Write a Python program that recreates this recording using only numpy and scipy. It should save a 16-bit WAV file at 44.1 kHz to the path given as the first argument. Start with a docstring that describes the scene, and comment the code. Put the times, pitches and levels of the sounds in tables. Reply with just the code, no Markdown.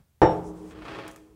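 """A low rumble fills a small boat cabin, heard on one microphone with the walls close by. A hand knocks
a screwdriver in behind a wooden trim strip: the panelling booms, the steel shaft pings and a few low
hull modes hum on. Sleeves rustle and a hand brushes the varnish. The blade then scrapes along the wood
in short catches and ticks as it is levered."""
import sys
import numpy as np
from scipy import signal
from scipy.fft import rfft, irfft, next_fast_len
from scipy.io import wavfile

SR = 44100
rng = np.random.default_rng(int(sys.argv[2]) if len(sys.argv) > 2 else 0)


def wav_out(sig):
    """Save sig, one row per channel (or a flat mono array), as 16-bit PCM at SR to the path in sys.argv[1]."""
    wavfile.write(sys.argv[1], SR, np.round(np.clip(np.atleast_2d(sig).T, -1, 1) * 32767).astype(np.int16))


N = 59535

# Low rumble of the cabin: time_s, level_db
RUMBLE_LEVEL = [(0, -54.5), (.06, -67), (.18, -66.5), (.4, -46.5), (.6, -54.5), (1.0, -53.5), (1.2, -62.5),
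                (1.35, -61)]
# Its spectrum: frequency_hz, relative_db
RUMBLE_SPECTRUM = [(20, -21.5), (60, 2), (100, -4.5), (200, -10.5), (290, -22.5), (450, -24.5),
                   (800, -28.5), (2000, -35.5), (8000, -50)]

# Modes of the panelling and trim strip: pitch_hz, relative_db, t60_s
PANEL_MODES = [(83.2, -16.5, 0.6), (126.3, -5.5, .38), (147.4, -13.5, .55), (210.9, -15, 0.38),
               (313.8, -1.5, 0.35), (341.5, -0.5, 0.23), (358.4, 2, 0.28), (433.6, -6.5, 0.51),
               (463.5, -10, 0.29), (475.2, 1.5, 0.28), (512.3, 1, 0.37), (558, -8.5, 0.4),
               (577, -12.5, 0.45), (656.3, -3, 0.35), (696, -7, 0.39), (737, -6, 0.38), (768.4, -11, 0.4),
               (812, -5.5, 0.51), (843, -1, 0.24), (877.7, 0, 0.39), (893, -4.5, 0.39), (900.7, -5.5, .32),
               (968, -16.5, .42), (1110, -19, 0.44), (1206, -15.5, 0.38)]
# Long modes of the hull, where close neighbours beat: pitch_hz, relative_db, t60_s
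HULL_MODES = [(314.9, -2, 3.6), (173.8, 2.5, 1.43), (308, -8, 3.3), (406, 2, 1.08), (408, -12.5, 1.9),
              (413.4, -9.5, 3.5), (456.4, -18, 2.3)]
# Slow wash of the hull's many weak modes: frequency_hz, relative_db
WASH_SPECTRUM = [(50, -6.5), (130, -11), (200, 5), (255, -5.5), (330, -3), (440, 4), (600, -8), (880, -8.5),
                 (1300, -15.5), (2000, -44), (5000, -48)]
# Modes of the steel shaft before the grip tightens: pitch_hz, relative_db, t60_s
SHAFT_MODES = [(1366, 16, 0.31), (1823, 17, 0.17), (2922, -2.5, 0.68), (2972, -2, 0.49), (3670, 2.5, 0.5),
               (5520, 0.5, 1), (5920, -4, .22), (7460, -9, 0.24), (9082, -13.5, .27), (11520, -17.5, 0.18),
               (12840, -25, .3), (13560, -23, .22)]
# Dense boom of the cabin after the blow: frequency_hz, relative_db
BOOM_SPECTRUM = [(25, -12), (70, -4.5), (130, -3.5), (200, -12), (250, -18), (330, -0.5), (500, -2),
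                 (620, -4), (900, -6.5), (1080, -14), (1750, -18.5), (2050, -25), (3500, -35), (4500, -42),
                 (7500, -57.5), (16000, -72.5)]
# How long the boom hangs in the cabin: frequency_hz, t60_s
BOOM_DECAY = [(60, 0.25), (200, 0.62), (400, .5), (900, 0.54), (1500, 0.38), (4000, 0.4), (12000, .3)]

# Rustle of sleeves and hands: time_s, level_db
RUSTLE_LEVEL = [(.2, -111.5), (.3, -60.5), (.37, -62.5), (.415, -69.5), (.48, -70.5), (.545, -69),
                (.57, -63.5), (.63, -65), (.71, -59.5), (.745, -71.5), (.9, -64), (1.17, -73),
                (1.24, -71.5), (1.35, -77.5)]
# Its spectrum: frequency_hz, relative_db
RUSTLE_SPECTRUM = [(300, -7.5), (1500, 4.5), (2600, 2), (4000, -3), (6000, -0.5), (8500, 0), (12000, -12),
                   (16000, -12.5)]
# Bright ticks of the tool: start_s, level_db
TOOL_TICKS = [(.305, -59.5), (1.0788, -36.5), (1.1123, -46), (1.135, -64), (1.1606, -43)]
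# Their spectrum: frequency_hz, relative_db
TICK_SPECTRUM = [(300, -12), (1200, 4), (3000, -8.5), (4400, -8.5), (6200, -1.5), (10000, -4.5),
                 (12500, -12), (15500, -11)]
# Skin brushing varnish: frequency_hz, relative_db
SWISH_SPECTRUM = [(2000, -27), (4500, -13), (5800, 1), (8000, -2), (10000, -5), (12000, -18), (16000, -20)]

# Scraping force of the blade: time_s, relative_db
SCRAPE_FORCE = [(.69, -83), (.712, -55.5), (.75, -55.5), (.82, -52.5), (.87, -46), (.89, -42.5),
                (.99, -42.5), (1.045, -45.5), (1.08, -46), (1.12, -52), (1.17, -59), (1.23, -68.5),
                (1.35, -83)]
# Friction of steel on wood: frequency_hz, relative_db
SCRAPE_SPECTRUM = [(40, -28), (115, -11.5), (230, -8), (340, -1), (620, -9), (760, -8), (1200, -8),
                   (2400, -15.5), (3400, -20.5), (4600, -24), (7000, -37), (11000, -46), (16000, -60)]
# The blade catches and lets go: start_s, relative_db
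BLADE_CATCHES = [(0.707, -46), (0.756, -48), (0.786, -46), (0.819, -41), (0.851, -37), (0.8808, -35.5),
                 (0.917, -39), (0.946, -37.5), (0.985, -36), (1.013, -42), (1.062, -43)]
# Resonances of the strip under the blade: pitch_hz, width_hz, gain_db
STRIP_RESONANCES = [(118, 8.2, 11), (548.5, 8.3, 12.5), (662, 9.6, 11.5), (837, 13, 7), (1093, 6.1, 9),
                    (1236, 30, 4.5), (1806, 21.55, 7), (2510, 330, 4), (3270, 67, 8.5)]

KNOCK_S, KNOCK_ATTACK_S = 0.2175, 0.0001
TIME_S = np.arange(N) / SR


def amp(db):
    """Decibels to gain."""
    return 10 ** (np.asarray(db) / 20)


def unit_rms(x):
    """x scaled to rms 1."""
    return x / np.sqrt(np.mean(x ** 2) + 1e-20)


def along(points, hz):
    """(frequency_hz, value) points read on a log frequency axis."""
    frequencies, values = np.transpose(points)
    return np.interp(np.log(hz + 1), np.log(frequencies + 1), values)


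def level(points):
    """Gain per sample from (time_s, level_db) points."""
    return amp(np.interp(TIME_S, *np.transpose(points)))


def since(start_s):
    """Seconds since start_s, zero before it."""
    return np.maximum(TIME_S - start_s, 0)


def fade(t, t60_s):
    """A fall of 60 dB in t60_s."""
    return 1000. ** (-t / t60_s)


def burst(start_s, attack_s, t60_s):
    """Envelope of a blow: a quick rise, then an exponential fall."""
    t = since(start_s)
    return (1 - np.exp(-t / attack_s)) * fade(t, t60_s)


def filtered(x, response):
    """x through a response given as a function of frequency."""
    size = next_fast_len(N + SR // 2)
    return irfft(rfft(x, size) * response(np.fft.rfftfreq(size, 1 / SR)), size)[:N]


def coloured(x, spectrum):
    """x shaped by a spectrum, at rms 1."""
    return unit_rms(filtered(x, lambda hz: amp(along(spectrum, hz))))


def noise(spectrum):
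    """Coloured noise of rms 1."""
    return coloured(rng.standard_normal(N), spectrum)


def ring(modes, attack_s, scatter_db):
    """Damped modes set off by the knock, alternate rows in opposite polarity."""
    t = since(KNOCK_S)
    sound = np.zeros(N)
    for k, (hz, db, t60_s) in enumerate(modes):
        gain = (-1) ** k * amp(db + scatter_db * rng.standard_normal())
        sound += gain * np.sin(2 * np.pi * hz * t) * burst(KNOCK_S, attack_s, t60_s)
    return sound


def room_tone():
    """The cabin's low rumble swells and sinks over a faint, steady hiss."""
    return level(RUMBLE_LEVEL) * noise(RUMBLE_SPECTRUM) + amp(-76) * rng.standard_normal(N)


def knock():
    """The blow flexes the strip and rings the panelling, the hull and the steel shaft."""
    flex_hz, flutter_hz, hull_build_s = 776, 70, 0.017
    grip_delay_s, grip_db_per_s = 0.08, 228
    # The grip tightens and damps the shaft; reflections from the near walls make its ring flutter.
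    grip = amp(-grip_db_per_s * since(KNOCK_S + grip_delay_s))
    wobble = filtered(rng.standard_normal(N), lambda hz: np.exp(-(hz / flutter_hz) ** 2))
    flutter = 1 + 0.25 * unit_rms(wobble)
    flex = -np.sin(2 * np.pi * flex_hz * since(KNOCK_S)) * burst(KNOCK_S, KNOCK_ATTACK_S, t60_s=0.018)
    panels = ring(PANEL_MODES, attack_s=0.0037, scatter_db=0.5)
    hull = ring(HULL_MODES, hull_build_s, scatter_db=1.0)
    wash = burst(KNOCK_S, hull_build_s, t60_s=2.81) * noise(WASH_SPECTRUM)
    shaft = grip * flutter * ring(SHAFT_MODES, KNOCK_ATTACK_S, scatter_db=2.5)
    return amp(-7.5) * flex + amp(-17) * panels + amp(-33) * hull + amp(-40) * wash + amp(-47) * shaft


def cabin_boom():
    """The near walls answer the blow at once; then each band dies at its own speed."""
    hz, frame_s, bands = signal.stft(noise(BOOM_SPECTRUM), SR, nperseg=512)
    decay = fade(np.maximum(frame_s - KNOCK_S, 0), along(BOOM_DECAY, hz)[:, None])
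    tail = signal.istft(bands * decay, SR, nperseg=512)[1][:N]
    t = since(KNOCK_S)
    early = noise(BOOM_SPECTRUM) / (1 + (t / 0.024) ** 6)  # reflections crowd into the first 24 ms
    onset = 1 - np.exp(-t / KNOCK_ATTACK_S)
    return onset * (amp(-17) * tail + amp(-16.5) * early)


def sleeve_rustle():
    """Sleeves and hands rub softly as they move."""
    return level(RUSTLE_LEVEL) * noise(RUSTLE_SPECTRUM)


def tool_ticks():
    """Short bright contacts of the tool, each with a faint tail from the cabin."""
    attack_s = 0.00024
    envelope = np.zeros(N)
    for start_s, db in TOOL_TICKS:
        direct = burst(start_s, attack_s, t60_s=0.013)
        tail = amp(-18.5) * burst(start_s, attack_s, t60_s=0.22)
        envelope += amp(db) * (direct + tail)
    return envelope * noise(TICK_SPECTRUM)


def hand_swish(peak_s=0.474, width_s=0.026):
    """A hand slides along the strip: a soft, high brush of skin on varnish."""
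    swell = np.exp(-((TIME_S - peak_s) / width_s) ** 2 / 2)
    return amp(-60) * swell * noise(SWISH_SPECTRUM)


def blade_scrape(slips_per_s=810):
    """Dense tiny slips of the blade, swelling at each catch, heard through the strip's resonances."""
    def strip(hz):
        """The wood lifts a band around each of its resonances."""
        return 1 + sum((amp(db) - 1) * 1j * hz * width / (pitch ** 2 - hz ** 2 + 1j * hz * width)
                       for pitch, width, db in STRIP_RESONANCES)

    slips = (rng.random(N) < slips_per_s / SR) * rng.choice([-1, 1], N)
    grain = unit_rms(coloured(slips, SCRAPE_SPECTRUM) + 0.66 * noise(SCRAPE_SPECTRUM))
    force = level(SCRAPE_FORCE) * (TIME_S > SCRAPE_FORCE[0][0])
    catches = sum(amp(db) * burst(start_s, attack_s=0.0013, t60_s=0.088) for start_s, db in BLADE_CATCHES)
    return filtered(force * grain + catches * noise(SCRAPE_SPECTRUM), strip)


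def scene():
    """Everything reaches one microphone inside the cabin."""
    blow = knock() + cabin_boom()
    return (room_tone() + blow + sleeve_rustle() + tool_ticks() + hand_swish() + blade_scrape())[None]


def record(dry):
    """The recorder rounds off the knock's peaks and keeps nothing above its band limit."""
    limit_db, hardness, top_hz = -1.5, 8, 15850
    rounded = dry[0] / (1 + np.abs(dry[0] / amp(limit_db)) ** hardness) ** (1 / hardness)
    return filtered(rounded, lambda hz: 1 / (1 + (hz / top_hz) ** 200))[None]


dry = scene()
out = record(dry)
wav_out(out)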